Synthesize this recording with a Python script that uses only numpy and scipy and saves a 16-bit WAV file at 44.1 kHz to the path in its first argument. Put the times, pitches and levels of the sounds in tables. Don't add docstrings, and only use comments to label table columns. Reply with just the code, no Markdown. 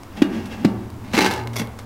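import sys
import numpy as np
from scipy import signal
from scipy.fft import rfft, irfft
from scipy.io import wavfile

SR = 44100
rng = np.random.default_rng(int(sys.argv[2]) if len(sys.argv) > 2 else 0)


def wrap_up_sound(samples):
    columns = np.atleast_2d(samples).T
    tamed = np.clip(columns, -1, 1)
    steps = np.round(tamed * 32767).astype(np.int16)
    wavfile.write(sys.argv[1], SR, steps)


N = 81585
T = np.arange(N) / SR
CRACK_SWELL_S = .0002

# start_s, thump_db, thump_hz, thump_t60_s, clack_db
BUMPS = [(0.2186, 0.2, 283, 0.025, -13), (0.6462, -2.5, 276, 0.0016, -16.5),
         (0.6523, -4.5, 203, 0.051, -34), (1.139, -16, 250, 0.058, -30), (1.176, -10.5, 358, 0.016, -29),
         (1.1849, -7, 291, 0.021, -31), (1.598, -16.5, 232, 0.011, -29), (1.6148, -13.5, 199, 0.0049, -25)]
# frequency_hz, density_db
GRIND_COLOUR = [(70, -37), (170, 11), (380, 5), (550, -1.5), (900, -2.5), (1400, -5), (2500, -3.5),
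                (3200, -8), (4200, -8.5), (6500, -15), (9000, -21.5), (16000, -28)]


def from_db(db):
    return 10 ** (np.asarray(db) / 20)


def rms_one(x):
    return x / np.sqrt(np.mean(x ** 2) + 1e-20)


def level(curve):
    return from_db(np.interp(T, *np.transpose(curve), left=-120, right=-120))


def at_hz(rows, hz, axis=1):
    rows = np.array(rows)
    return np.interp(np.log(hz + 1), np.log(rows[:, 0]), rows[:, axis])


def filtered(x, kind, hz, order=2):
    return signal.sosfilt(signal.butter(order, hz, kind, fs=SR, output="sos"), x)


def drift(rate_hz):
    r = np.exp(-2 * np.pi * rate_hz / SR)
    return rms_one(signal.lfilter([1], [1, -2 * r, r * r], rng.standard_normal(2 * N))[N:])


def coloured(x, spectrum, size=8192):
    gains = from_db(at_hz(spectrum, np.fft.rfftfreq(size, 1 / SR)))
    cepstrum = irfft(np.log(gains))
    cepstrum[1:size // 2] *= 2
    cepstrum[size // 2 + 1:] = 0
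    response = irfft(np.exp(rfft(cepstrum)))
    return signal.fftconvolve(x, response / np.linalg.norm(response))[:N]


def dying(start_s, t60_s, swell_s, hold_s=0):
    age = np.maximum(T - start_s, 0)
    rise = 1 - np.exp(-(age / swell_s) ** 2)
    return rise * np.exp(-np.log(1000) * np.maximum(age - swell_s - hold_s, 0) / t60_s)


def ringing(contact, modes, ring_db=0):
    out = np.zeros(N)
    for hz, db, t60 in modes:
        r = np.exp(-np.log(1000) / (t60 * SR))
        feed = np.array([1, 0, -1]) * (1 - r * r) / 2
        feedback = [1, -2 * r * np.cos(2 * np.pi * hz / SR), r * r]
        out += from_db(db + ring_db) * signal.lfilter(feed, feedback, contact)
    return out


def background(drone_hz=114.3, waver_hz=1.1, octave_db=-10, hiss_db=-40.5):
    # time_s, level_db
    drone_levels = [(.6, -55), (.75, -31.5), (.95, -45.5), (1.25, -43), (1.4, -31), (1.62, -28.5),
                    (1.72, -40.5), (1.85, -37.5)]
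    rumble_levels = [(0, -46), (.44, -36.5), (1.85, -42)]
    # frequency_hz, density_db
    rumble_colour = [(40, -15), (80, 13), (110, 16.5), (170, -15.5), (600, -77)]
    hiss_colour = [(25, 6.5), (50, 4.5), (85, 10), (150, -8), (240, 7), (500, -3.5), (1000, -3.5),
                   (2000, -14.5), (4000, -21), (8000, -26), (16000, -28.5)]
    phase = 2 * np.pi * np.cumsum(drone_hz + waver_hz * drift(rate_hz=3.9)) / SR
    drone = level(drone_levels) * rms_one(np.sin(phase) + from_db(octave_db) * np.sin(2 * phase))
    rumble = level(rumble_levels) * coloured(rng.standard_normal(N), rumble_colour)
    hiss = from_db(hiss_db) * coloured(rng.standard_normal(N), hiss_colour)
    return drone + rumble + hiss


def room(direct, delay_s=.012):
    # frequency_hz, level_db, t60_s
    reverb = [(90, -20, 0.3), (268, -17, 0.96), (620, 2, 0.75), (1770, -10, 0.52), (4460, -15.5, 0.15),
              (12000, -10, 0.23)]
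    edges = np.geomspace(45, 18000, 10)
    response = 0
    for low, high in zip(edges, edges[1:]):
        hz = np.sqrt(low * high)
        tail = dying(delay_s, at_hz(reverb, hz, axis=2), swell_s=.0024) * rng.standard_normal(N)
        band = filtered(tail, "band", [low, high])
        gain = from_db(at_hz(reverb, hz)) * np.sqrt(2 * (high - low) / SR)
        response = response + gain * band / np.linalg.norm(band)
    return signal.fftconvolve(direct, response)[:N]


def boom(centre_hz=211.6, width_hz=62):
    # time_s, level_db
    boom_levels = [(.12, -52), (.19, -25.5), (.28, -32), (.33, -27.5), (.41, -31), (.49, -37.5),
                   (.56, -35.5), (.63, -26.5), (.9, -63), (1.07, -36.5), (1.13, -44)]
    band_hz = [centre_hz - width_hz / 2, centre_hz + width_hz / 2]
    return level(boom_levels) * rms_one(filtered(rng.standard_normal(N), "band", band_hz))


def grit(grains_per_s=8000, spread_db=2.8):
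    sizes = from_db(spread_db * np.minimum(rng.exponential(1, N), 4))
    signs = rng.choice([-1, 1], N)
    breaks = rng.random(N) < grains_per_s / SR
    return rms_one(sizes * signs * breaks)


def ticks():
    # start_s, relative_db, t60_s
    cracks = [(0.0333, -27.5, 0.01), (0.456, -30.5, 0.079), (0.9025, -21, .004), (1.308, -18.5, 0.087),
              (1.3369, -18.5, 0.024), (1.473, -20.5, .014), (1.5325, -32, 0.13), (1.5974, -19.5, 0.037),
              (1.673, -19.5, 0.0022), (1.788, -29, 0.069)]
    # frequency_hz, density_db
    colour = [(120, -1), (400, 11.5), (1500, 8), (4500, 3.5), (8000, -2.5), (12000, -5.5), (16000, -13)]
    force = sum(from_db(db) * dying(s, t60, CRACK_SWELL_S) for s, db, t60 in cracks)
    return coloured(force * grit(), colour)


def slips(slips_per_s=130, t60_s=.024):
    gap, size = rng.uniform(.3, 1.7, (2, 900))
    starts = (np.cumsum(gap) - gap[0]) / slips_per_s
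    latest = np.searchsorted(starts, T, side="right") - 1
    return size[latest] * np.exp(-np.log(1000) * (T - starts[latest]) / t60_s)


def scrape(friction, colour, slip_db=6):
    stick_slip = rms_one(grit() * (1 + from_db(slip_db) * slips()))
    return coloured(level(friction) * stick_slip, colour)


def chip():
    # time_s, relative_db
    friction = [(1.555, -42), (1.561, -24.5), (1.567, -21), (1.58, -29.5), (1.589, -21), (1.601, -25),
                (1.635, -52)]
    # frequency_hz, density_db
    colour = [(70, -29), (170, 8), (700, 5), (1600, -3), (3000, -5), (5600, -0.5), (8000, -11),
              (12300, -6.5), (16000, -26)]
    # pitch_hz, relative_db, t60_s
    modes = [(2168, 7, 0.029), (3420, 9, 0.08), (5800, -3, 0.026)]
    grinding, crumbs = scrape(friction, colour), ticks()
    return grinding + crumbs + ringing(grinding, modes, ring_db=6.5) + ringing(crumbs, modes, ring_db=-8)


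def jolts(t60_s=.055, low_cut_hz=320):
    # start_s, relative_db
    releases = [(1.134, -18.5), (1.1424, -19.5), (1.1675, -18.5), (1.1865, -12), (1.2068, -11.5),
                (1.2161, -16.5), (1.224, -19), (1.251, -19), (1.2615, -12)]
    force = sum(from_db(db) * dying(s, t60_s, CRACK_SWELL_S) for s, db in releases)
    return filtered(coloured(force * grit(), GRIND_COLOUR), "high", low_cut_hz)


def shard():
    # time_s, relative_db
    friction = [(1.04, -47), (1.1, -46), (1.134, -35), (1.148, -17), (1.162, -23.5), (1.178, -15.5),
                (1.225, -22.5), (1.243, -19), (1.272, -24), (1.295, -27.5), (1.375, -32.5), (1.44, -44)]
    # time_s, gain_db
    loosening = [(1.17, -4), (1.215, 1.5)]
    # pitch_hz, relative_db, t60_s
    modes = [(388, 1, .35), (583, 5, .55), (808, 5, .08), (856, 9, .11), (1232, 4, .2), (1551, 7, .1),
             (1710, 9, .25), (2152, 9, .1), (2688, 7, .13), (4040, 9, .07), (4685, 5, .12), (5075, 4, .12),
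             (5915, 4, .15)]
    grinding = scrape(friction, GRIND_COLOUR) + jolts()
    freedom = from_db(np.interp(T, *np.transpose(loosening)))
    return grinding + ringing(grinding * freedom, modes)


def slide():
    # time_s, level_db
    friction = [(.12, -48.5), (.16, -48), (.172, -34), (.21, -42.5), (.28, -49), (.345, -35), (.39, -39),
                (.49, -46.5), (.525, -33.5), (.57, -43.5), (.64, -41), (.72, -51.5), (.85, -53)]
    # frequency_hz, density_db
    colour = [(80, -4), (230, 1), (500, -4.5), (1000, -15.5), (2000, -10), (2900, -14.5), (3800, -20),
              (5500, -20.5), (8000, -30.5), (16000, -36)]
    return coloured(level(friction) * rng.standard_normal(N), colour)


def thumps(low_cut_hz=145):
    swings = np.zeros(N)
    for s, db, hz, t60, _ in BUMPS:
        envelope = from_db(db) * dying(s, t60, swell_s=.0012, hold_s=.0045)
        swings -= envelope * np.sin(2 * np.pi * hz * (T - s))
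    return filtered(swings, "high", low_cut_hz)


def clacks():
    # frequency_hz, density_db
    colour = [(150, -10.5), (450, 6), (900, -11), (1600, -3.5), (2800, -9), (5000, -13.5), (7000, -23),
              (11000, -29), (16000, -34)]
    force = sum(from_db(db) * dying(s, t60_s=.04, swell_s=.0021) for s, *_, db in BUMPS)
    return coloured(force * rng.standard_normal(N), colour)


def taps(push_db=31, high_cut_hz=1000):
    force = np.zeros(N)
    for s, *_, clack_db in BUMPS:
        force[int(s * SR)] = from_db(clack_db + push_db)
    return filtered(force, "low", high_cut_hz, order=1)


def pot():
    # pitch_hz, relative_db, t60_s
    modes = [(195, 6, .65), (215, 0, .45), (830, 7, .04), (1152, 8, .45), (1637, 7, .25), (2690, 6, .08),
             (2855, 8, .22), (3280, 5, .06)]
    knocks, rubbing = thumps() + clacks(), slide()
    return knocks + rubbing + ringing(knocks + taps(), modes) + ringing(rubbing, modes, ring_db=4)


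def scene():
    direct = pot() + boom() + from_db(-1.5) * shard() + from_db(-6) * chip()
    return (direct + room(direct) + background())[None]


def record(dry):
    cutoff_hz = 15750
    high_cut = signal.ellip(10, .1, 90, cutoff_hz, fs=SR, output="sos")
    return signal.sosfilt(high_cut, np.clip(dry, -1, 1))


dry = scene()
out = record(dry)
wrap_up_sound(out)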